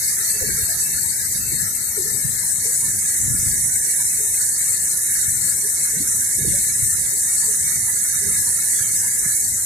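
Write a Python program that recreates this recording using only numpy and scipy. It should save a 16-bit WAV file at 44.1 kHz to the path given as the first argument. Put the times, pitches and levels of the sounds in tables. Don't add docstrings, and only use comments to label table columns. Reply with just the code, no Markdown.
import sys
import numpy as np
from scipy import signal
from scipy.fft import rfft, irfft
from scipy.io import wavfile
from scipy.ndimage import uniform_filter1d

SR = 44100
rng = np.random.default_rng(int(sys.argv[2]) if len(sys.argv) > 2 else 0)


def dump(signal):
    limited = np.clip(np.atleast_2d(signal).T, -1, 1)
    pcm = np.round(limited * 32767).astype(np.int16)
    wavfile.write(sys.argv[1], SR, pcm)


N = 425565
FRAME, HOP = 1024, 256
HZ = np.fft.rfftfreq(FRAME, 1 / SR)
TIME = np.arange(N) / SR
FRAME_TIME = np.arange(N // HOP + 2) * HOP / SR

# (time [s], pitch [Hz], left peak [dB], right peak [dB])
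PEEP_NOTES = [(8.765, 3370, -47, -37), (8.84, 3160, -38, -58)]
# (time [s], pitch [Hz], left peak [dB], right peak [dB])
GULP_NOTES = [(0.362, 398, -51, -33), (0.592, 458, -32, -48), (0.707, 682, -31, -39),
              (1.058, 925, -36, -54), (1.988, 393, -30, -21), (2.058, 415, -45, -29),
              (2.089, 423, -51, -27), (2.14, 398, -55, -27.5), (2.442, 931, -38, -57),
              (2.663, 463, -29.5, -33), (2.834, 1012, -33, -57), (3.864, 425, -48, -34),
              (4.007, 940, -38, -54), (4.203, 436, -37, -30.5), (5.651, 415, -49, -29),
              (5.946, 447, -53, -32.5), (6.544, 602, -31, -48), (7.132, 412, -52, -32),
              (7.444, 964, -37, -49), (7.492, 420, -48, -28.5), (7.887, 885, -36, -51),
              (8.228, 410, -54, -30), (8.274, 408, -50, -28), (8.482, 947, -45, -37.5),
              (9.046, 937, -35, -62)]
# (time [s], pitch [Hz], left peak [dB], right peak [dB])
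EDDY_HITS = [(0.421, 458, -19, -35), (0.426, 96.6, -18, -38), (0.444, 420, -28, -27),
             (0.478, 141, -17, -31), (0.494, 357, -25, -48), (0.545, 125, -25, -32),
             (0.635, 98, -19.5, -29), (1.528, 388, -51, -25.5), (1.541, 137.3, -39, -21),
             (1.63, 136.3, -38, -25), (2.256, 132, -44, -15), (2.294, 145.5, -41, -22),
             (2.886, 111, -22, -39), (3.309, 142, -31, -44), (3.341, 285, -27, -51), (3.343, 168, -27, -42),
             (3.468, 102.8, -23, -41), (3.512, 138.4, -27, -27), (5.285, 96.7, -21, -38),
             (5.45, 165, -34, -33), (5.973, 151.4, -26, -26), (6.009, 268, -19, -40),
             (6.393, 431, -26, -51), (6.421, 134.7, -30, -19), (6.453, 367, -48, -20),
             (6.478, 129.5, -35, -15), (6.483, 136, -24, -26), (6.485, 355, -47, -23),
             (6.833, 105, -34, -15), (8.813, 113, -24, -30), (9.266, 138, -23, -26)]
# (peak time [s], half-length [s], left level [dB], right level [dB])
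DRAUGHT_GUSTS = [(0.48, 0.069, -27, -34), (0.957, 0.15, -32, -41), (1.43, 0.1, -34.5, -30),
                 (1.6, 0.068, -42, -28.5), (2.205, 0.13, -44, -32.5), (2.58, 0.055, -48, -35),
                 (2.895, 0.074, -30.5, -33), (3.306, 0.061, -20.5, -40), (3.48, .11, -24.5, -40),
                 (3.73, 0.077, -36, -36), (5.38, 0.13, -35, -40), (6.018, 0.065, -40, -32),
                 (6.193, 0.035, -46, -30.5), (6.41, .025, -26.5, -39), (6.503, 0.061, -26, -24.5),
                 (6.864, .15, -36.5, -36), (7.416, .04, -52, -33), (7.75, 0.1, -34.5, -41),
                 (8.293, 0.12, -29.5, -52), (8.97, 0.12, -36, -49), (9.51, .06, -37, -39)]
# (frequency [Hz], level [dB])
RUMBLE_COLOUR = [(15, -36), (30, -15), (50, -1.5), (100, 3.5), (160, -2), (230, -8), (320, -22.5),
                 (500, -27), (900, -69)]
# (time [s], left level [dB], right level [dB])
RUSH_SWELL = [(0, 2, 4), (0.8, .5, 2.5), (1.3, 1, .5), (1.8, 0, -1.5), (2.25, 2.4, -1), (3.35, -2.5, -0.5),
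              (3.55, -1, 1), (4.2, -0.9, 0), (4.9, 0, 0.5), (5.5, -0.1, -1.1), (6.3, -1, 0.5),
              (7.4, 0.3, 1.1), (7.8, -1.5, 1.5), (8.7, -1, 2.5), (9.6, -0.5, -0.5)]
# (frequency [Hz], left depth [dB], right depth [dB])
FLICKER_DEPTH = [(300, 1, 2.5), (685, 8, 4.5), (990, 6, 4.5), (1366, 9, 17.5), (1760, 12, 2.5),
                 (2070, 16.5, 5.5), (2560, 15.5, 14), (2900, 26, 19.5), (3470, 36, 27), (3810, 5.5, 12.5),
                 (4660, 11, 14.5), (4890, 10, 24), (6070, 2, -1), (7250, 4.5, 5.5)]
# (frequency [Hz], left density [dB], right density [dB])
FIZZ_MIC_UP = [(2340, -73, -77), (2520, -100, -99), (2630, -104, -64.5), (2790, -101.4, -93.5),
               (3720, -99, -86.5), (3710, -93, -80), (3660, -70, -68), (3970, -75, -77), (4370, -67, -63.5),
               (4640, -73.5, -65.5), (4900, -70, -68), (5200, -66.5, -77), (5700, -64.5, -76),
               (5480, -70, -69)]
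FIZZ_MIC_DOWN = [(2528, -65.5, -101), (2557, -88, -119), (2705, -124, -77.5), (2920, -94, -92.5),
                 (3744, -89, -81.5), (3556, -61, -78.5), (3773, -75.5, -69.5), (4130, -65.5, -96),
                 (4010, -76, -85), (4524, -64.5, -82), (5150, -92.5, -75), (5145, -66, -70),
                 (5470, -66.5, -75), (5830, -80, -71)]
# (frequency [Hz], left density [dB], right density [dB], left-right likeness [0-1])
HISS_MIC_UP = [(5614, -75, -62.5, 0), (5950, -73, -64.5, 0.0), (6080, -66, -60, 0.25),
               (7160, -62, -63, 0.015), (7170, -56.5, -65, 0.11), (7500, -54.5, -71, 0.45),
               (8200, -51, -62, 0.6), (8510, -54.5, -71, 1), (9900, -69, -56.5, 0.91),
               (10800, -59.5, -65.5, 0.8), (12800, -70, -61, 1), (13030, -69, -71, 0.64),
               (13200, -60.5, -79, 0.19), (14200, -62, -78, 0.04)]
HISS_MIC_DOWN = [(5640, -77.5, -65, 0.01), (5770, -65.5, -62, 0.0058), (6330, -69.5, -56.5, 0),
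                 (6830, -65, -59, 0.66), (6820, -56.5, -59, 0.014), (7420, -54.5, -61.5, 0.85),
                 (8020, -51, -55.5, 0.62), (9240, -56.0, -56.5, 0.86), (9860, -60.5, -53.5, 1),
                 (10640, -63.5, -58, 0.89), (11740, -64.5, -63, 0.68), (12400, -63.5, -83, 0.057),
                 (13300, -60, -85, 0.14), (14220, -63.5, -69.5, 0.19)]
# (frequency [Hz], left density [dB], right density [dB])
ROAR_COLOUR = [(151, -69, -69), (220, -74.5, -74), (316, -76, -76.5), (414, -76.5, -73.5),
               (633, -81.5, -82), (1010, -80, -82), (1130, -88.5, -85.5), (1315, -75, -72.5),
               (1523, -85, -71), (1734, -76, -58.5), (1700, -53, -65), (1840, -70, -64.5),
               (2251, -70.5, -67), (2354, -102, -80)]


def gain_of(db):
    return 10 ** (np.asarray(db) / 20)


def unit_rms(x):
    return x / np.sqrt(np.mean(x ** 2) + 1e-20)


def columns(rows, at):
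    key, *values = np.transpose(rows)
    return np.array([np.interp(at, key, v) for v in values])


def per_sample(ports):
    return np.array([np.interp(TIME, FRAME_TIME, port) for port in ports])


def colour(rows, skirt_db_per_hz=0.55):
    outside_hz = np.maximum(rows[0][0] - HZ, 0) + np.maximum(HZ - rows[-1][0], 0)
    return (columns(rows, HZ)[:2] - skirt_db_per_hz * outside_hz)[:, None]


def drift(ports, seconds, width_hz=0):
    frames, bins = len(FRAME_TIME), len(HZ) if width_hz else 1
    along_time = np.fft.fftfreq(frames)[:, None] * seconds * SR / HOP
    along_bins = np.fft.rfftfreq(bins) * width_hz * FRAME / SR
    blur = np.exp(-(2 * along_time) ** 2 - (2 * along_bins) ** 2)
    white = rng.standard_normal((ports, frames, bins))
    return unit_rms(np.fft.irfft2(np.fft.rfft2(white) * blur, (frames, bins)))


def noise(density_db, likeness=0):
    white = rng.standard_normal((2, N)) * np.sqrt(SR / 2)
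    left, other = signal.stft(white, nperseg=FRAME, noverlap=FRAME - HOP)[2].swapaxes(1, 2)
    same = np.clip(likeness, -1, 1)
    right = same * left + np.sqrt(1 - same ** 2) * other
    spectra = np.array([left, right]) * gain_of(density_db)
    return signal.istft(spectra.swapaxes(1, 2), nperseg=FRAME, noverlap=FRAME - HOP)[1][:, :N]


def mic_tilt(up, down, at_s, half_s):
    share = (1 + np.tanh((FRAME_TIME[:, None] - at_s) / half_s)) / 2
    return (1 - share) * up + share * down


def bursts(rows, rise_s, decay_s, wander, rough, trim_db):
    out = np.zeros((2, N))
    t = np.arange(-SR // 10, SR // 4) / SR
    envelope = np.exp(np.where(t < 0, -(t / rise_s) ** 2, -t / decay_s))
    for peak_s, hz, left_db, right_db in rows:
        bend, shake = unit_rms(uniform_filter1d(rng.standard_normal((2, len(t))), size=300))
        turns = rng.random() + np.cumsum(hz * (1 + wander * bend)) / SR
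        wave = envelope * (1 + rough * shake) * np.sin(2 * np.pi * turns)
        gains = gain_of([[left_db + trim_db], [right_db + trim_db]])
        start = round((peak_s + t[0]) * SR)
        span = out[:, start:start + len(t)]
        span += gains * wave[:span.shape[1]]
    return out


def peeps():
    return bursts(PEEP_NOTES, rise_s=0.022, decay_s=0.036, wander=0.013, rough=0.3, trim_db=-1)


def gulps():
    return bursts(GULP_NOTES, rise_s=0.016, decay_s=0.028, wander=0.0565, rough=0.36, trim_db=-3)


def buffets():
    return bursts(EDDY_HITS, rise_s=0.0084, decay_s=0.014, wander=0.167, rough=0.21, trim_db=-2.5)


def draught_strength(calm_db=(-44.5, -43.5), wander_db=2, lull_db=-0.5):
    wander = drift(2, seconds=0.08)[..., 0]
    lull = np.exp(-((FRAME_TIME - 4.55) / 0.5) ** 2)
    power = gain_of(np.array(calm_db)[:, None] + wander_db * wander + lull_db * lull) ** 2
    for peak_s, half_s, left_db, right_db in DRAUGHT_GUSTS:
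        bell = np.exp(-((FRAME_TIME - peak_s) / half_s) ** 2)
        power += gain_of([[left_db], [right_db]]) ** 2 * bell
    return per_sample(10 * np.log10(power))


def draught(trim_db=-3, lump_db=1.04, shared=0.68, lag_s=0.00018, split_hz=166, pivot_db=-37):
    hz = np.fft.rfftfreq(N, 1 / SR)
    shape = gain_of(columns(RUMBLE_COLOUR, hz)) * (hz < RUMBLE_COLOUR[-1][0])
    air = rfft(rng.standard_normal((3, N))) * shape
    both = air[2] * np.exp(-2j * np.pi * hz * np.array([[lag_s], [0]]))
    ports = np.sqrt(1 - shared) * air[:2] + np.sqrt(shared) * both
    lowpass = 1 / (1 + (hz / split_hz) ** 4)
    deep, bluster = irfft(ports * lowpass, N), irfft(ports * (1 - lowpass), N)
    strength_db = draught_strength()
    brightness = gain_of(0.3 * (strength_db - pivot_db))
    rumble = (deep / brightness + bluster * np.sqrt(brightness)) / np.std(deep + bluster)
    lumps = per_sample(drift(2, seconds=0.065)[..., 0])
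    return rumble * gain_of(strength_db + trim_db + lump_db * lumps)


def warble(snap=5, rarity=0.05):
    depth_db = columns(FLICKER_DEPTH, HZ)[:, None]
    chance = drift(2, seconds=0.051, width_hz=57)
    gate_db = depth_db * (np.tanh(snap * (chance - rarity * depth_db)) - 1)
    mean_db = 10 * np.log10(np.mean(gain_of(gate_db) ** 2, axis=1, keepdims=True))
    return gate_db - uniform_filter1d(mean_db, size=5, axis=2)


def surges(depth_db=0.85, shared=0.17):
    left, right, both = drift(3, seconds=0.064)
    quick = np.sqrt(1 - shared) * np.array([left, right]) + np.sqrt(shared) * both
    return columns(RUSH_SWELL, FRAME_TIME)[..., None] + depth_db * quick


def spray(surge_db, texture_db, fizz_trim_db=0.5):
    surge_share = np.interp(HZ, [5000, 7540, 10900, 12800], [0.67, 0.58, 1.0, 0.14])
    motion_db = surge_share * surge_db + texture_db
    fizz_db = mic_tilt(colour(FIZZ_MIC_UP), colour(FIZZ_MIC_DOWN), at_s=2.17, half_s=0.55)
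    hiss_db = mic_tilt(colour(HISS_MIC_UP), colour(HISS_MIC_DOWN), at_s=2.5, half_s=0.11)
    likeness = mic_tilt(columns(HISS_MIC_UP, HZ)[2], columns(HISS_MIC_DOWN, HZ)[2], at_s=2.45, half_s=0.15)
    return noise(fizz_db + fizz_trim_db + motion_db) + noise(hiss_db + motion_db, likeness)


def roar(surge_db, flutter_db, warble_db, trim_db=-0.5):
    motion_db = np.interp(HZ, [900, 1700], [0.4, 1]) * (0.89 * surge_db + flutter_db)
    likeness = np.interp(HZ, [900, 1200], [0.4, -0.08])
    return noise(colour(ROAR_COLOUR) + trim_db + motion_db + warble_db, likeness)


def waterfall(overall_db=0.2, band_db=1.61):
    warble_db, surge_db = warble(), surges()
    flutter_db = overall_db * drift(1, seconds=0.013)
    flutter_db = flutter_db + band_db * drift(2, seconds=0.013, width_hz=1170)
    return roar(surge_db, flutter_db, warble_db) + spray(surge_db, flutter_db + warble_db)


def scene():
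    return buffets() + gulps() + peeps() + waterfall() + draught()


def record(dry, edge_hz=14350):
    lowpass = signal.firwin(1023, edge_hz, window=("kaiser", 9), fs=SR)
    return signal.oaconvolve(dry, lowpass[None], "same", axes=1)


dry = scene()
out = record(dry)
dump(out)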